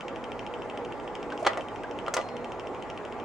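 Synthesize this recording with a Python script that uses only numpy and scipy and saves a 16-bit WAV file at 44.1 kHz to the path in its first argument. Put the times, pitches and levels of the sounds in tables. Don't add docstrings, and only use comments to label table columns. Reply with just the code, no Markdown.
import sys
import numpy as np
from scipy import signal
from scipy.fft import rfft, irfft, next_fast_len
from scipy.io import wavfile
from scipy.ndimage import uniform_filter1d

SR = 44100
rng = np.random.default_rng(int(sys.argv[2]) if len(sys.argv) > 2 else 0)


def dump(signal):
    limited = np.clip(np.atleast_2d(signal).T, -1, 1)
    pcm = np.round(limited * 32767).astype(np.int16)
    wavfile.write(sys.argv[1], SR, pcm)


def invert_db(x):
    u = np.asarray(x, float) / 20
    return 10 ** u


N = 142884


def unit(x):
    return x / np.sqrt(np.mean(x ** 2) + 1e-20)


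def along(points, hz):
    f, v = np.transpose(points)
    return np.interp(np.log(hz + 1), np.log(f + 1), v)


def filtered(x, response):
    m = next_fast_len(N + SR // 2)
    return irfft(rfft(x, m) * response(np.fft.rfftfreq(m, 1 / SR)), m)[..., :N]


def peak(f, hz, width_hz):
    return 1j * f * width_hz / (hz * hz - f * f + 1j * f * width_hz)


# (frequency [Hz], level scatter [dB])
NOISE_GRAIN = [(1500, 1), (5000, 1), (9000, 5), (15000, -1)]


def speckled(x):
    hz, _, z = signal.stft(x, SR, nperseg=2048)
    grain_db = along(NOISE_GRAIN, hz)[:, None] * rng.standard_normal(z.shape[1:])
    return signal.istft(z * invert_db(grain_db), nperseg=2048)[1][:, :N]


def microphone_hiss():
    colour = [(3000, -34), (12000, -23.5), (13500, -1.5), (15500, 3.0)]  # (frequency [Hz], level [dB])
    hiss = filtered(rng.standard_normal((2, N)), lambda hz: invert_db(along(colour, hz)))
    return invert_db(-77.5) * speckled(hiss)


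# (frequency [Hz], left-right correlation [0..1])
STEREO_LIKENESS = [(60, 0.078), (130, 0.4), (290, 0.89), (640, 1), (1410, 0.73), (3100, 0.51), (6800, 0.4),
                   (12000, 0.27)]


def spread(response, patchy_db):
    z = signal.stft(rng.standard_normal((2, N)), nperseg=512)[2]
    field = uniform_filter1d(rng.standard_normal(z.shape[1:]), size=5, axis=0)
    field = uniform_filter1d(field, size=8, axis=1)
    pair = signal.istft(z * invert_db(patchy_db * unit(field)), nperseg=512)[1][:, :N]

    def mid_and_side(hz):
        turn = np.arccos(np.clip(along(STEREO_LIKENESS, hz), 0, 1)) / 2
        return response(hz) * np.array([np.cos(turn), np.sin(turn)])

    mid, side = filtered(pair, mid_and_side)
    return unit(np.array([mid + side, mid - side]))


# (frequency [Hz], density [dB per Hz])
CASING_ROAR = [(15, -51), (25, -17), (176, -7.5), (232, -6), (310, -4), (493, 0), (694, -4.5), (838, -2),
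               (1500, -17), (1950, -54), (3300, -120)]
# (frequency [Hz], level [dB])
GRILLE_AIR = [(900, -22.5), (1500, -12), (2000, -13), (3000, -23.5), (4100, -31), (7600, -37.5),
              (10000, -48), (12200, -61.5)]
# (frequency [Hz], width [Hz], rms level [dB])
HUM_TONES = [(108.2, 14, -57), (242, 3.36, -52.5), (293.7, 6, -54), (358.6, 30.6, -51), (419.7, 4.6, -51.5),
             (483.3, 6.5, -49), (651, 13, -63), (657, 28, -57), (837.3, 15, -52.5), (1084, 5, -59.5),
             (1175, 21, -55.5), (1358, 42, -59), (1982, 24, -66.5), (7050, 170, -80)]


def fan():
    roar = invert_db(-38.5) * spread(lambda hz: invert_db(along(CASING_ROAR, hz)), patchy_db=0.8)
    air = invert_db(-51) * speckled(spread(lambda hz: invert_db(along(GRILLE_AIR, hz)), patchy_db=2.0))
    tones = 0
    for hz, width_hz, db in HUM_TONES:
        tones = tones + invert_db(db) * spread(lambda f: peak(f, hz, width_hz) ** 2, patchy_db=0.5)
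    rotor_hz = 42.5
    phase = [[0], [.6]]
    rotor = invert_db(-59.5) * np.sin(2 * np.pi * rotor_hz * np.arange(N) / SR + phase)
    return roar + air + tones + rotor


# (frequency [Hz], t60 [s])
ROOM_DECAY = [(300, 0.068), (3000, 0.16), (10000, 0.079)]


def room(x):
    hz, t, z = signal.stft(rng.standard_normal((2, SR // 2)), SR, nperseg=256)
    tail = signal.istft(z * invert_db(-60 * t / along(ROOM_DECAY, hz)[:, None]), SR, nperseg=256)[1]
    late = np.pad(x, (100, 0))[None]
    return signal.fftconvolve(late, tail / np.linalg.norm(tail[0]), axes=1)[:, :N]


# (time [s], level [dB], treble [dB])
BELT_TICKS = [(0.0071, -30, 0), (0.081, -30, -1), (0.1586, -33, 1), (0.2393, -32, -1), (0.3174, -30, -1),
              (0.392, -30, -3), (0.4639, -31, -2), (0.5379, -32, -4), (0.6192, -33, -3), (0.6977, -30, -2),
              (0.7735, -31, -1), (0.848, -34, 1), (0.922, -34, -1), (0.9978, -37, -1), (1.0758, -33, -2),
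              (1.1517, -31, 0), (1.2275, -34, 1), (1.3014, -34, 0), (1.3754, -34, 1), (1.5319, -31, -2),
              (1.6079, -32, 0), (1.6837, -34, 0), (1.7584, -35, 0), (1.8338, -35, 0), (1.9103, -35, -1),
              (1.9875, -31, -2), (2.0628, -32, 2), (2.2121, -33, 4), (2.287, -35, 2), (2.3661, -34, 1),
              (2.4435, -32, 0), (2.5188, -33, 3), (2.5955, -34, 3), (2.6699, -35, 1), (2.7458, -37, 0),
              (2.8234, -34, 1), (2.8993, -30, -2), (2.9745, -32, 1), (3.0497, -36, 1), (3.1228, -36, 0),
              (3.1984, -35, -2)]
# (delay [s], level [dB])
JOINT_REBOUNDS = [
    (.001, 0),
    (.0032, -6.5),
    (.0052, -15),
    (.0088, -17),
    (.0112, -17),
    (.0135, -21),
]
# (frequency [Hz], width [Hz], level [dB])
PLATE_MODES = [(1990, 760, -4.5), (2626, 474, 1.5), (3097, 218, 3), (3606, 540, -12.5), (4580, 800, -24.5),
               (5420, 640, -17.5), (6480, 830, -22), (7370, 690, -24), (8940, 440, -24.5),
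               (10940, 830, -33)]


def belt():
    bright_scatter_db, rebound_dull_db = .8, .8
    grit_s, grit_level = .0011, .22
    modes = len(PLATE_MODES)
    luck = rng.standard_normal((len(BELT_TICKS), modes, len(JOINT_REBOUNDS) + 1))
    t = np.arange(SR // 200) / SR
    treble = (np.transpose(PLATE_MODES)[0] > 4000)[:, None]
    grit = grit_level * rng.standard_normal((len(BELT_TICKS), len(t))) * np.exp(-t / grit_s)
    blows = np.zeros((modes, N + SR))
    for (s, db, treble_db), chance, scrape in zip(BELT_TICKS, luck, grit):
        blow = np.where(treble, invert_db(treble_db) * (scrape + (t == t[9])), t == 0)
        for k, (delay, loss_db) in enumerate(JOINT_REBOUNDS):
            at = round((s + delay * (1 + .012 * k * chance[0, -1])) * SR)
            dull_db = (k > 0) * rebound_dull_db * np.arange(modes)
            scatter_db = (1.5 + k) * bright_scatter_db * chance[:, k]
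            level_db = 23.5 + db + loss_db + scatter_db - dull_db
            blows[:, at:at + len(t)] += invert_db(level_db)[:, None] * blow

    def plate(f):
        return np.array([(-1) ** k * invert_db(db) * peak(f, hz, width_hz)
                         for k, (hz, width_hz, db) in enumerate(PLATE_MODES)])

    return filtered(blows[:, :N], plate).sum(0)


# (time [s], frequency [Hz], level [dB], t60 [s])
RINGING_PARTS = [
    (1.476, 1960, -37, .2),
    (2.172, 1190, -32, .15),
    (2.172, 2000, -36, .1),
    (2.198, 4190, -58, .95),
    (2.168, 5620, -57, .3),
    (2.168, 4800, -58, .22),
    (2.168, 6300, -57, .25),
]
# (time [s], length [s], frequency [Hz], level [dB])
LEVER_SQUEAKS = [
    (1.318, 0.012, 1550, -33),
    (1.839, 0.013, 1590, -35.5),
    (1.423, .006, 640, -32),
    (1.4265, .008, 640, -24),
    (1.578, .006, 640, -28),
    (1.586, .004, 600, -27),
]


def squeaks_and_rings():
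    t, out = np.arange(N) / SR, 0
    for s, hz, db, t60 in RINGING_PARTS:
        after = np.maximum(t - s, 0)
        swell = 1 - np.exp(-after / 0.0061)
        out = out + invert_db(db - 60 * after / t60) * swell * np.sin(2 * np.pi * hz * t)
    for s, length, hz, db in LEVER_SQUEAKS:
        swell = np.sin(np.pi * np.clip((t - s) / length, 0, 1))
        out = out + invert_db(db) * swell * np.sin(2 * np.pi * hz * t)
    return out


# (frequency [Hz], level [dB], t60 [s])
CASING_MODES = [(408, -12, 0.033), (477, -5.5, 0.029), (565, 4, 0.055), (658, 6, 0.044), (807, 3.5, 0.025),
                (964, 4.5, 0.018), (1085, -1.5, 0.03), (1228, 8, 0.023), (1385, 0, 0.036),
                (1786, -2, 0.038), (1970, 0.5, 0.032), (2067, -8, 0.035), (2560, -9, 0.034),
                (2920, -6, 0.027)]


def contacts(events, colour, thin_hz):
    thud, crack, t = np.zeros(N + SR), np.zeros(N + SR), np.arange(SR // 8) / SR
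    for s, thud_db, crack_db, rattle, dull_hz in events:
        grit = rng.standard_normal((2, len(t))) * invert_db(2 * rng.standard_normal((2, len(t))))
        shape = np.exp(-t / rattle * 1.34) * (1 - np.exp(-t / 0.00088))
        ring = 0
        for hz, db, t60 in CASING_MODES:
            decay = invert_db(db + 1.9 * rng.normal() - 60 * t / t60)
            softness = 1 + (hz / dull_hz) ** 4
            thinness = 1 + (thin_hz / hz) ** 4
            ring = ring + decay / softness / thinness * np.sin(2 * np.pi * hz * t)
        ring = ring * (1 - np.exp(-t / 0.00011))
        push = grit[0] * shape
        blow = (t == 0) * 0.0047 / rattle
        knock = signal.fftconvolve(push / np.linalg.norm(push) + blow, ring)
        at = round(s * SR)
        thud[at:][:len(knock)] += invert_db(thud_db + 8.0) * knock / abs(knock).max()
        crack[at:][:len(t)] += invert_db(crack_db + 7) * grit[1] * (shape + 0.1 * invert_db(-60 * t / 0.03))
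    return thud[:N] + filtered(crack[:N], lambda hz: invert_db(along(colour, hz)))


# (time [s], thud [dB], crack [dB], rattle [s], thud dulls above [Hz])
CAM_CONTACTS = [(1.3215, -36, -53, 0.0068, 2500), (1.449, -28.5, -48, 0.0066, 2500),
                (1.4635, -26, -39, 0.0034, 1510), (1.4657, -17.5, -24, 0.002, 1610),
                (1.4686, -13, -40.5, 0.0032, 1450), (1.4722, -18, -27, 0.0016, 1420),
                (1.4745, -22, -32, 0.0017, 1800), (1.479, -31, -46, 0.002, 2010),
                (1.487, -36, -66, 0.12, 2170), (1.5733, -29, -61, 0.0018, 2200),
                (1.595, -37, -68, 0.009, 900), (2.0815, -24, -41.5, 0.0027, 1510),
                (2.1672, -21, -34, 0.0024, 1200), (2.1715, -28, -47, 0.002, 2200),
                (2.1755, -26, -47, 0.0037, 2200), (2.179, -28.5, -49, 0.0052, 2000),
                (2.190, -28.5, -48, 0.0026, 900), (2.198, -31, -54, 0.0057, 653)]
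# (time [s], thud [dB], crack [dB], rattle [s], thud dulls above [Hz])
STEEL_CATCHES = [(1.393, -62, -56, 0.0038, 1500), (1.397, -54, -60, 0.043, 1500),
                 (1.4285, -51, -41, 0.0017, 900), (1.432, -64, -60, .012, 900),
                 (1.4775, -28, -55, 0.0019, 2510), (1.482, -32.5, -52, .0015, 2490),
                 (1.459, -67, -52, .003, 900), (1.5733, -38.5, -40, 0.0026, 2500),
                 (1.576, -34, -46, .002, 2500), (1.618, -65, -56, 0.0032, 900),
                 (2.073, -33, -55, 0.0022, 900), (2.1675, -54, -31.5, 0.0037, 900),
                 (2.17, -63, -60.5, 0.087, 900), (2.1392, -26, -25.5, 0.0048, 3020),
                 (2.142, -37, -32.5, .004, 3000), (2.147, -34.5, -40, 0.006, 1590)]
# (frequency [Hz], level [dB])
CRACK_COLOUR = [(800, -22), (2400, 6), (3100, 12), (4000, 6), (6000, -2.5), (8800, -7), (12000, -12),
                (15500, -7)]
# (frequency [Hz], level [dB])
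SNAP_COLOUR = [(800, -30), (2000, -13), (3800, -5.5), (5800, -0.5), (8800, -4), (12000, -5), (15500, -5)]


def changer():
    cams = contacts(CAM_CONTACTS, CRACK_COLOUR, thin_hz=405)
    catches = contacts(STEEL_CATCHES, SNAP_COLOUR, thin_hz=1200)
    return cams + catches + squeaks_and_rings()


# (frequency [Hz], level [dB])
MIC_COLOUR = [(150, -41.5), (350, -8), (480, 1.5), (8000, 3.5), (10000, -4.5), (12000, -18.5), (13000, -19),
              (15500, -13)]
# (frequency [Hz], left over right [dB])
LEFT_LEAN = [(60, 0), (180, 1), (550, -2.5), (1650, 1), (4970, 5), (15000, 1)]
# (frequency [Hz], left leads by [rad])
LEFT_LEAD = [(200, 0.29), (1800, 0.084), (3400, -0.72), (6000, -0.062), (9000, -0.87)]


def scene():
    ticks, blows = belt(), changer()
    to_room = invert_db(-9.5) * ticks + invert_db(-8.5) * blows
    works, wet = filtered(np.array([ticks + blows, to_room]), lambda hz: invert_db(along(MIC_COLOUR, hz)))

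    def lean(hz):
        half = invert_db(along(LEFT_LEAN, hz) / 2) * np.exp(.5j * along(LEFT_LEAD, hz))
        return np.array([half, 1 / half])

    return filtered(works + fan() + room(wet), lean)


def top_cut(x):
    return signal.sosfilt(signal.butter(12, 16320, fs=SR, output="sos"), x)


def record(dry):
    top_hz = 15860
    mix = filtered(dry + microphone_hiss(), lambda hz: 1 / (1 + (hz / top_hz) ** 400))
    return top_cut(mix)


dry = scene()
out = record(dry)
dump(out)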